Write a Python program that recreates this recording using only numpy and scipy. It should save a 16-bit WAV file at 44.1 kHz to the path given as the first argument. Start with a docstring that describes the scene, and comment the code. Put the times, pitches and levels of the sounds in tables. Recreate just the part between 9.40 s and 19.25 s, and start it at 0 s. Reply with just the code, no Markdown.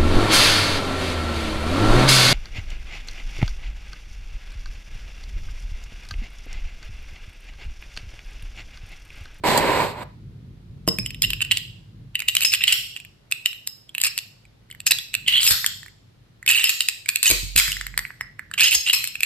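"""A cardboard drawer box slides open close by, a hollow rush of friction with a bright hiss on top. A metal
gravity bottle opener is lifted out and flicked open and shut: its parts clack against their stops, scrape along
their guides by stick-slip friction and ring on in their natural modes. Dull knocks reach the table and the box;
the stand of the listening phone is bumped once and quivers. A small hard room reverberates over a low rumble,
and a noise suppressor shortens the tails."""
import sys
import numpy as np
from scipy import signal
from scipy.fft import rfft, irfft, next_fast_len
from scipy.io import wavfile
from scipy.ndimage import uniform_filter1d, minimum_filter1d, map_coordinates

SR = 44100
rng = np.random.default_rng(int(sys.argv[2]) if len(sys.argv) > 2 else 0)


def persist_wave(psi):
    """Save psi, clipped to +-1, as 16-bit WAV."""
    counts = np.round(np.clip(psi, -1, 1) * 32767).astype(np.int16)
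    wavfile.write(sys.argv[1], SR, np.atleast_2d(counts).T)


N = 434385
T = np.arange(SR // 4) / SR  # seconds since a blow


# Cover, catch and blade hit their stops. Each row: start in seconds, clack level in dB,
# treble in dB relative to the clack, pitch in Hz, rebound in dB relative to the first hit.
STOP_HITS = [(1.4765, -26, 4.5, 2860, 1.5), (1.5859, -24, 0.5, 2417, -18.5),
             (1.6613, -24.5, -1, 2910, -15.5), (1.8205, -22, 9, 3280, -7), (1.9037, -22, -1.5, 2810, -24),
             (1.9331, -19.5, -7, 2710, -25), (2.006, -22, -17, 2683, -21), (2.0482, -27, -5.5, 2740, -15.5),
             (2.1118, -13, -11.5, 2784, -1.5), (2.1164, -11.5, -1, 2887, -21.5),
             (2.1713, -20.5, 1.5, 2775, -13.5), (2.754, -15.5, -10.5, 2763, -25),
             (2.7925, -29, -0.5, 2530, 4.5), (2.8847, -11, -4, 2777, -12.5),
             (2.9517, -23.5, 8.5, 2464, -29), (2.9672, -13.5, 0, 2956, -33.5), (3.007, -28, 7.5, 2530, -20),
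             (3.0496, -11, 1.5, 2625, -14), (3.137, -12.5, -1.5, 2540, -13.5),
             (3.2379, -7, -7, 2763, -24.5), (3.2788, -0.5, -5, 2930, -23), (3.3239, -5, 2.5, 2765, -35.5),
             (3.5635, -27, -7, 2800, -14.5), (3.9131, -35, 8.5, 2500, -21),
             (3.9223, -14.5, -2, 2610, -30.5), (4.0588, -12, -4, 2810, -15),
             (4.2734, -40.5, 20, 3740, -20.5), (4.4924, -37, -5, 3210, -24),
             (4.5496, -23.5, -4, 2690, -29.5), (4.581, -22.5, -0.5, 2650, -27),
             (4.6013, -31, -0.5, 2870, -5), (4.6148, -29, 13, 2990, -35), (4.6368, -17, 5.5, 2463, -8.5),
             (4.6715, -28, -10.5, 2343, -5), (4.7775, -24.5, 5, 2680, -3.5), (5.3121, -37, 1, 3030, -29.5),
             (5.403, -35, 4, 2630, -27.5), (5.4666, -24, 14.5, 2720, -11.5), (5.508, -16.5, -6, 2620, 3),
             (5.5857, -22, -5.5, 3365, -23.5), (5.7405, -20, -2, 2644, 3), (5.881, -1, -6, 2860, -24.5),
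             (6.031, -21.5, 3.5, 3080, -20.5), (6.066, -15, 7.5, 2580, -3), (6.1078, -9.5, 12, 1870, -29),
             (6.2623, -16, 7, 3170, -25.5), (7.241, -7.5, 0, 2775, -22), (7.2928, -9.5, 7, 2546, -24),
             (7.4059, -11.5, 1.5, 2834, -20.5), (7.4859, -18, 7, 2616, -15),
             (7.6594, -30.5, -3, 2210, -31.5), (7.6891, -15, 5, 2417, -16),
             (7.758, -14.5, 2.5, 2515, -29.5), (7.829, -14.5, 11.5, 2560, -18.5),
             (7.9011, -9, 10, 2356, -3), (8.1612, -12, 9, 2574, -34), (8.178, -7.5, 12.5, 2503, -14),
             (8.198, -16.5, 3.5, 2210, -26.5), (8.318, -23.5, -3, 2810, -1.5), (9.1379, -26, -3, 2820, -30),
             (9.207, -8, 4.5, 2500, -12.5), (9.2323, -23, -0.5, 2660, -13), (9.349, -33, 27.5, 2760, -30.5),
             (9.498, -13, -12, 2890, -13), (9.5332, -7, 6.5, 2605, -23), (9.6409, -27.5, 8, 2230, -8.5),
             (9.6737, -38, 15, 2820, -11), (9.7542, -23.5, -9, 2530, -20), (9.8058, -23, -2.5, 2480, -23),
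             (9.832, -10, -1.5, 2500, -40.5)]

def clicks(flight_s=.0098):
    """Elastic impact: a part hits its stop, rebounds and lands once more after a short flight."""
    out = np.zeros((2, N))
    for s, db, treble_db, pitch_hz, rebound_db in STOP_HITS:
        hit, lead_s = blow(pitch_hz, treble_db)
        add(out, s - lead_s, amp(db) * hit)
        add(out, s + flight_s, amp(db + rebound_db) * contact(pitch_hz, treble_db))
    return out


def blow(pitch_hz, treble_db, graze_db=-16, lead_s=0.0068, chatter_s=0.024):
    """Contact chatter: light grazes surround the main impact. Returns the sound and its head start."""
    hit = np.zeros((2, SR // 10))
    add(hit, lead_s, contact(pitch_hz, treble_db))
    train = catches(chatter_s, count=7, spread_db=3.0)
    grazes = signal.fftconvolve(train, contact(pitch_hz, treble_db), axes=1)
    add(hit, 0, amp(graze_db) * grazes)
    return hit, lead_s


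# Modes of the hand-damped body. Each row: multiple of the clack pitch, relative level in dB,
# 60 dB decay time in seconds for a clack pitched at firm_hz.
BODY_MODES = [(.71, -8, 0.016), (1, 9.5, 0.015), (1.09, 0, .024), (1.36, -1, 0.0086)]
# The crack of a contact. Each row: frequency in Hz, relative spectral density in dB.
CRACK_SPECTRUM = [(200, -15.5), (700, -24), (1500, -8), (3000, 1), (4600, 5.5), (6100, -4.5), (7700, 11),
                  (9000, 4.5), (10500, -7), (12300, 7.5), (14000, -6.5), (15800, -32)]

def contact(pitch_hz, treble_db, firm_hz=2750, clack_rise_s=0.00026, crack_rise_s=0.00087, size=1600):
    """An impact excites damped modes and a broadband crack; loose, low-pitched contacts die sooner."""
    t = T[:size]
    modes = [(ratio, db, t60 * (pitch_hz / firm_hz) ** 1.5) for ratio, db, t60 in BODY_MODES]
    clack = ring(modes, scatter_db=2, scale=pitch_hz, t=t)
    clack = struck(clack * (1 - np.exp(-t / clack_rise_s)))
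    crack = noise(CRACK_SPECTRUM, apart=.2, size=size) * amp(-60 * t / .009)
    crack = struck(crack * (1 - np.exp(-t / crack_rise_s)))
    sound = panned(-4 + 2 * rng.normal()) * clack + amp(treble_db) * crack
    sound = left_early(sound, lead_s=.000019 * rng.normal())  # the tool moves between contacts
    # parts this small radiate little bass
    return signal.lfilter(*signal.butter(2, 550, "highpass", fs=SR), sound)


# Free modes of three parts. Each row: frequency in Hz, relative level in dB, 60 dB decay in seconds.
CASE_MODES = [(5205, -5, .28), (5240, -9, .28), (7760, -17, .22), (9570, -17, .18)]
BLADE_MODES = [(5440, -13, .18), (6545, 1, .28), (7650, -8, .18), (9590, -8, .18), (11450, -10, .2),
               (12260, -6, .15)]
COVER_MODES = [(3900, -2, .27), (4030, -2, .25), (4500, -14, .12)]
# Blows that leave the parts free to ring. Each row: start in seconds, case, blade and cover level in dB.
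RINGING_BLOWS = [(1.476, -14.5, -55.5, -44), (1.586, -22.5, -57.5, -57), (1.82, -21, -45, -61),
                 (3.048, -6.5, -25.5, -45.5), (3.279, -53, -39.5, -45), (4.058, -32, -57, -54),
                 (4.271, -30, -74, -60.5), (4.637, -18, -57.5, -42.5), (5.464, -20.5, -25.5, -35.5),
                 (5.512, -51, -57.5, -18), (6.074, -10, -35.5, -56.5), (7.243, -16.5, -59, -61),
                 (7.869, -40.5, -14, -48.5), (8.175, -35, -28.5, -36.5), (8.808, -35.5, -67, -70),
                 (9.234, -12, -19.5, -52.5), (9.349, -14, -18.5, -53), (9.541, -14.5, -51.5, -37)]

def rings(flutter=.9, flutter_hz=80, grip_detune=.003):
    """Free vibration: the parts sing on, detuned by the grip and modulated by loose pieces buzzing."""
    out = np.zeros((2, N))
    parts = (CASE_MODES, BLADE_MODES, COVER_MODES)
    for s, *levels in RINGING_BLOWS:
        tuning = 1 + grip_detune * rng.normal()
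        song = sum(amp(db) * ring(part, scatter_db=1, scale=tuning) for db, part in zip(levels, parts))
        white = rng.standard_normal((2, len(T)))
        buzz = unit(filtered(white, lambda hz: 1 / (1 + (hz / flutter_hz) ** 2)))
        add(out, s, song * (1 + flutter * buzz) / np.hypot(1, flutter))
    return out


# Parts slide in their guides. Each row: start in seconds, length in seconds, relative level in dB,
# treble in dB relative to the clack, pitch half-way in Hz.
SLIDES = [(1.833, 0.017, -13.5, -9.5, 2715), (2.015, .011, -14, -7.5, 2703), (2.881, .008, -21, 4.5, 2683),
          (3.016, .022, -17.5, 0.5, 2746), (3.048, .025, -28.5, 1.5, 2930), (3.118, .04, -19, -1, 2887),
          (3.205, 0.033, -20.5, -18.5, 2695), (3.286, .048, -20.5, -10.5, 2678),
          (4.636, .045, -23, 5.5, 2590), (5.464, 0.015, -20, 5, 2530), (5.508, 0.013, -17.5, 9.5, 2594),
          (5.862, 0.086, -24.5, -16.5, 3047), (5.924, .085, -12, -16, 3008), (6.005, .12, -30.5, 15, 2730),
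          (7.076, .048, -11, -3.5, 2598), (7.12, 0.099, -16, -4, 2700), (7.208, 0.085, -20.5, -3, 2722),
          (7.844, .05, -16, 2.5, 2730), (8.171, .028, -31, 16.5, 2466), (8.213, .12, -32, 1.5, 2089),
          (9.176, 0.069, -14.5, -7, 2525), (9.227, 0.069, -13.5, -7, 2770), (9.308, 0.047, -16.5, 1, 2837),
          (9.462, 0.051, -16.5, -6.5, 2800)]

def scrapes(catches_per_s=1200, sing_db=-25, swell_db=6.5, glide=.08, grit=.025, step_s=.01):
    """Stick-slip friction: each catch is a tiny impact; a slide swells, rises in pitch and eases off."""
    out = np.zeros((2, N))
    for s, length, db, treble_db, pitch_hz in SLIDES:
        rasp = np.zeros((2, SR // 2))
        song = amp(treble_db + sing_db) * ring(BLADE_MODES, scatter_db=2)
        steps = max(2, round(length / step_s))
        span_s = length / steps
        for k in range(steps):
            travel = (k + .5) / steps
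            train = catches(span_s, count=round(span_s * catches_per_s) + 1, spread_db=2.5)
            train *= amp(swell_db * np.sin(np.pi * travel))
            tuning = 1 + glide * (travel - .5) + grit * rng.normal()
            clack = contact(pitch_hz * tuning, treble_db)
            for sound in (clack, song[None]):
                add(rasp, length * k / steps, signal.fftconvolve(train, sound, axes=1))
        gain = amp(db - 4.0) * np.hypot(1, amp(treble_db))
        add(out, s, gain * struck(rasp, size=round(length * SR)))
    return out


# The extended blade knocks in its slot. Each row: start in seconds, clack level in dB,
# treble in dB relative to the clack.
BLADE_KNOCKS = [(6.2441, -19.5, -6), (7.0279, -35.5, -5), (7.063, -28, 2.5), (8.2794, -26.5, -1.5),
                (8.3676, -27, -5), (8.4115, -25.5, -3.5), (8.4668, -28.5, 0.5), (8.541, -34, -16.5),
                (8.5764, -21, 5.5), (8.591, -22, -1), (8.6516, -26.5, -25), (8.705, -33.5, -32),
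                (8.81, -22, -12.5), (8.9936, -27, -11)]
# The fingers turn the tool. Each row: start in seconds, length in seconds, tick level in dB, pitch in Hz.
TURNS = [(1.699, 0.05, -33.5, 2950), (2.815, .045, -28.5, 2180), (2.988, .012, -32.5, 2700),
         (3.571, .08, -37.5, 2430), (4.12, .03, -35, 2640), (5.038, 0.016, -49, 2440),
         (5.274, .1, -42.5, 2040), (6.408, .09, -42, 1934), (9.101, .06, -32.5, 1760)]

def rattles(loose_hz=1916, detune=.05, ticks_per_s=33):
    """Mechanical play: the loose blade knocks low and dull, and turning the tool sets off faint ticks."""
    out = np.zeros((2, N))
    for s, db, treble_db in BLADE_KNOCKS:
        knock, lead_s = blow(loose_hz * (1 + detune * rng.normal()), treble_db)
        add(out, s - lead_s, amp(db) * knock)
    for s, length, db, pitch_hz in TURNS:
        count = max(1, round(length * ticks_per_s))
        for k in range(count):
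            tick = contact(pitch_hz * (1 + detune * rng.normal()), treble_db=-2.5)
            start = s + length * (k + rng.random()) / count
            add(out, start, amp(db + 1.5 * rng.normal()) * tick)
    return out


# The pull on the drawer. Each row: time in seconds, relative levels of rub and hiss in dB.
DRAWER_PULL = [(0.038, -19.5, -36.5), (0.074, -16.5, -26.5), (0.184, -18, -30), (0.226, -18, -34.5),
               (0.412, -18, -33), (0.51, -33, -41.5), (0.548, -37, -52.5), (0.63, -31.5, -44),
               (0.66, -72, -90)]
# Hollow rub and bright hiss. Each row: frequency in Hz, relative spectral density in dB.
RUB_SPECTRUM = [(40, -16), (120, -6.5), (260, -5.5), (400, -4), (570, 1.5), (740, -5.5), (970, 3),
                (1300, -12), (2100, -8.5), (2900, -15.5), (6000, -51.5)]
HISS_SPECTRUM = [(1200, -16), (2500, -6), (4300, 0), (6000, -14.5), (8000, -5), (10500, -22.5), (12600, -8),
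                 (15500, -38)]
# The drawer catches. Each row: start in seconds, level in dB.
DRAWER_SNAGS = [(.176, -15), (0.632, -48)]

def drawer():
    """Friction noise: textured cardboard grips its sleeve unevenly, so rush and hiss waver together."""
    rub_db, hiss_db = curves(DRAWER_PULL)
    grip_db = .8 * wobble(45) + 1.2 * wobble(320)
    rub = amp(rub_db + grip_db - 1.5) * noise(RUB_SPECTRUM, apart=0.25)
    hiss = amp(hiss_db + 0.6 * grip_db + 2.0) * noise(HISS_SPECTRUM, apart=1.0)
    out = (rub + hiss) * during(DRAWER_PULL, fade_s=0.0018)
    for s, db in DRAWER_SNAGS:
        snag = noise(CRACK_SPECTRUM, apart=1.0, size=len(T)) * amp(-60 * T / 0.045)
        add(out, s, amp(db) * struck(snag))
    return out * panned(-3)


# Soft knocks on table and box. Each row: start in seconds, thud level in dB, thud pitch in Hz,
# relative level of the hollow cardboard in dB.
SOFT_KNOCKS = [(1.478, -27, 188, -13), (1.586, -32.5, 192, -35.5), (3.325, -44.5, 62.3, -40.5),
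               (6.104, -30, 67.2, -33.5), (7.9, -31, 58.7, -19.5), (7.912, -32, 64.64, -18.5),
               (8.031, -34.5, 87.5, -63), (8.157, -30, 73.5, -37), (8.281, -42.5, 84.7, -54.5),
               (9.353, -42.5, 59, -41)]
# Table modes. Each row: multiple of the thud pitch, relative level in dB, 60 dB decay in seconds.
TABLE_MODES = [(1, 7.5, 0.16), (1.7, 4, 0.083), (3, -4, 0.056)]
# Modes of the empty box. Each row: frequency in Hz, relative level in dB, 60 dB decay in seconds.
BOX_MODES = [(273.3, -10, 0.078), (344, 2.5, 0.043), (465, -4.5, 0.13), (627, 2, 0.029), (1040, -6, .03)]

def knocks(rise_s=0.0018):
    """Soft impacts excite the low, well-damped modes of the table and the empty box."""
    out = np.zeros((2, N))
    for s, thud_db, thud_hz, hollow_db in SOFT_KNOCKS:
        thud = amp(thud_db) * ring(TABLE_MODES, scatter_db=2, scale=thud_hz) * (1 - np.exp(-T / rise_s))
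        hollow = amp(hollow_db - 4) * ring(BOX_MODES, scatter_db=2)
        add(out, s, thud + hollow)
    return out


# The quiver of the stand dies away. Each row: time in seconds, relative level in dB.
STAND_DECAY = [(7.93, -37), (8.614, -48), (8.75, -87)]

def stand(natural_hz=47):
    """Damped oscillation: the bumped stand quivers at its natural frequency."""
    quiver = np.sin(2 * np.pi * natural_hz * np.arange(N) / SR)
    return amp(curves(STAND_DECAY)[0] + 4.0) * quiver * during(STAND_DECAY, fade_s=.03)


# Decay of the room. Each row: frequency in Hz, 60 dB reverberation time in seconds.
ROOM_DECAY = [(150, 0.16), (700, 0.37), (2700, 0.58), (5500, 0.75), (9000, 0.58), (15000, 0.42)]
# Colour of the reverberation. Each row: frequency in Hz, gain of the tail in dB.
ROOM_GAIN = [(150, 2), (700, -6.5), (2700, -10.5), (5500, -9.5), (9000, -19.5), (15000, -6.5)]

def room(x, build_s=0.0011, apart=0.96):
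    """Diffuse reverberation: each frequency decays at its own rate, partly shared by both microphones."""
    hz, t, spectra = signal.stft(rng.standard_normal((2, SR * 3 // 4)), SR, nperseg=256)
    decay = amp(-60 * t / along(ROOM_DECAY, hz)[:, None])
    mid, side = signal.istft(spectra * decay, SR, nperseg=256)[1]
    tail = np.array([mid + apart * side, mid - apart * side])
    tail *= 1 - np.exp(-(np.arange(tail.shape[1]) / SR / build_s) ** 2)
    tail = filtered(tail / np.linalg.norm(tail[0]), lambda hz: amp(along(ROOM_GAIN, hz)))
    return signal.fftconvolve(x.mean(0)[None] / 2 + x / 2, tail, axes=1)[:, :N]


# The course of the rumble. Each row: time in seconds, level in dB.
RUMBLE_LEVEL = [(0.7, -41.5), (1.23, -42.5), (1.58, -38), (4.17, -59), (6.1, -49), (7.57, -62.5),
                (8.2, -50), (8.63, -51.5), (9.8, -57.5)]
# Rumble and air. Each row: frequency in Hz, relative spectral density in dB.
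RUMBLE_SPECTRUM = [(15, -51), (30, -18), (48, 5.5), (70, -10.5), (104, 5.5), (146, 0.5), (204, -8),
                   (290, -16), (480, -27.5), (900, -60)]
AIR_SPECTRUM = [(300, 4.5), (1000, 0), (4000, -1), (8000, -13.5), (13000, -14), (15500, -32)]

def background():
    """Ambient noise: a low rumble wavers in amplitude under faint, steady air."""
    rumble_db = curves(RUMBLE_LEVEL)[0] + 2 * wobble(9)
    rumble = amp(rumble_db) * noise(RUMBLE_SPECTRUM, apart=0.15)
    return rumble + amp(-56.5) * noise(AIR_SPECTRUM, apart=1.0)


# The suppressor's threshold. Each row: frequency in Hz, level in dB below which a band is turned down.
GATE_THRESHOLD = [(150, -81.5), (600, -75), (2000, -69.5), (5000, -59.5), (9000, -71.5), (14000, -75.5)]

def suppressor(x, depth_db=-8):
    """Spectral gating: every band that has grown faint is turned down, which cuts the tails short."""
    hz, _, spectra = signal.stft(x, SR, nperseg=512)
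    power = (np.abs(spectra) ** 2).mean(0)
    power = uniform_filter1d(power, size=5, axis=0)  # across frequency
    power = np.abs(uniform_filter1d(power, size=3, axis=1))  # across time
    passed = power / (power + amp(along(GATE_THRESHOLD, hz))[:, None] ** 2)
    return signal.istft(spectra * amp(depth_db * (1 - passed)), SR, nperseg=512)[1][:, :N]


def ring(modes, scatter_db, scale=1, t=T):
    """Modal superposition: damped sines, each struck with a fresh strength and sign."""
    return sum(rng.choice([-1, 1]) * amp(db + scatter_db * rng.normal() - 60 * t / t60)
               * np.sin(2 * np.pi * scale * hz * t) for hz, db, t60 in modes)


def catches(length_s, count, spread_db):
    """Shot noise: tiny impulses at random moments, with unit energy in all."""
    n = round(length_s * SR)
    moments = rng.integers(0, n, count)
    strengths = rng.choice([-1, 1], count) * amp(spread_db * rng.normal(size=count))
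    train = np.bincount(moments, strengths, n)
    return train[None] / np.linalg.norm(train)


def noise(colour, apart, size=N):
    """Coloured stereo noise of rms 1; apart is the ratio of side to middle."""
    mid, side = filtered(rng.standard_normal((2, size)), lambda hz: amp(along(colour, hz)))
    return unit(np.array([mid + apart * side, mid - apart * side]))


def wobble(rate):
    """A smooth random curve, rate knots a second."""
    knots = rng.standard_normal(int(N * rate / SR) + 4)
    return map_coordinates(knots, [np.arange(N) * rate / SR])


def filtered(x, response):
    """Linear filtering: the spectrum of x times a complex response of frequency."""
    n = x.shape[-1]
    padded = next_fast_len(n + n // 8)
    return irfft(rfft(x, padded) * response(np.fft.rfftfreq(padded, 1 / SR)), padded)[..., :n]


def left_early(x, lead_s):
    """Path difference: the sound reaches the left microphone lead_s before the right."""
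    return filtered(x, lambda hz: np.exp(1j * np.pi * hz * lead_s * np.array([[1], [-1]])))


def panned(db):
    """Left and right gains for a level difference."""
    return unit(amp([[db / 2], [-db / 2]]))


def amp(db):
    """Decibels to gain."""
    return 10 ** (np.asarray(db) / 20)


def unit(x):
    """Scale to rms 1."""
    return x / np.sqrt(np.mean(x ** 2) + 1e-20)


def struck(x, size=220):
    """Scale so that the first samples have rms 1."""
    return x / np.sqrt(np.mean(x[..., :size] ** 2) + 1e-20)


def along(points, hz):
    """Interpolate (Hz, value) points on a logarithmic frequency axis."""
    frequencies, values = np.transpose(points)
    return np.interp(np.log(hz + 1), np.log(frequencies), values)


def curves(rows):
    """One value per sample for each column after the time."""
    times, *columns = np.transpose(rows)
    return [np.interp(np.arange(N) / SR, times, column) for column in columns]


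def during(rows, fade_s):
    """1 while a curve lasts, with short ramps to silence outside it."""
    start, end = rows[0][0], rows[-1][0]
    return np.interp(np.arange(N) / SR, [start - fade_s, start, end, end + fade_s], [0, 1, 1, 0])


def add(track, s, x):
    """Mix a sound in at s seconds."""
    part = track[:, round(s * SR):][:, :x.shape[-1]]
    part += x[..., :part.shape[1]]


def scene():
    """Superposition: close, direct sound, slightly earlier on the left, plus room and background."""
    near = clicks() + rattles() + scrapes() + rings() + drawer() + knocks() + stand()
    return left_early(near, lead_s=.000058) + room(near) + background()


def record(dry, ceiling=1.0, window=130, top_hz=15800):
    """Gating lowers faint sound, a fast limiter holds the peaks down, and a low-pass limits the band."""
    x = suppressor(dry)
    needed = np.minimum(1, ceiling / (np.abs(x).max(0) + 1e-9))
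    gain = uniform_filter1d(minimum_filter1d(needed, window), window)
    return filtered(x * gain, lambda hz: hz < top_hz)


dry = scene()
out = record(dry)
persist_wave(out)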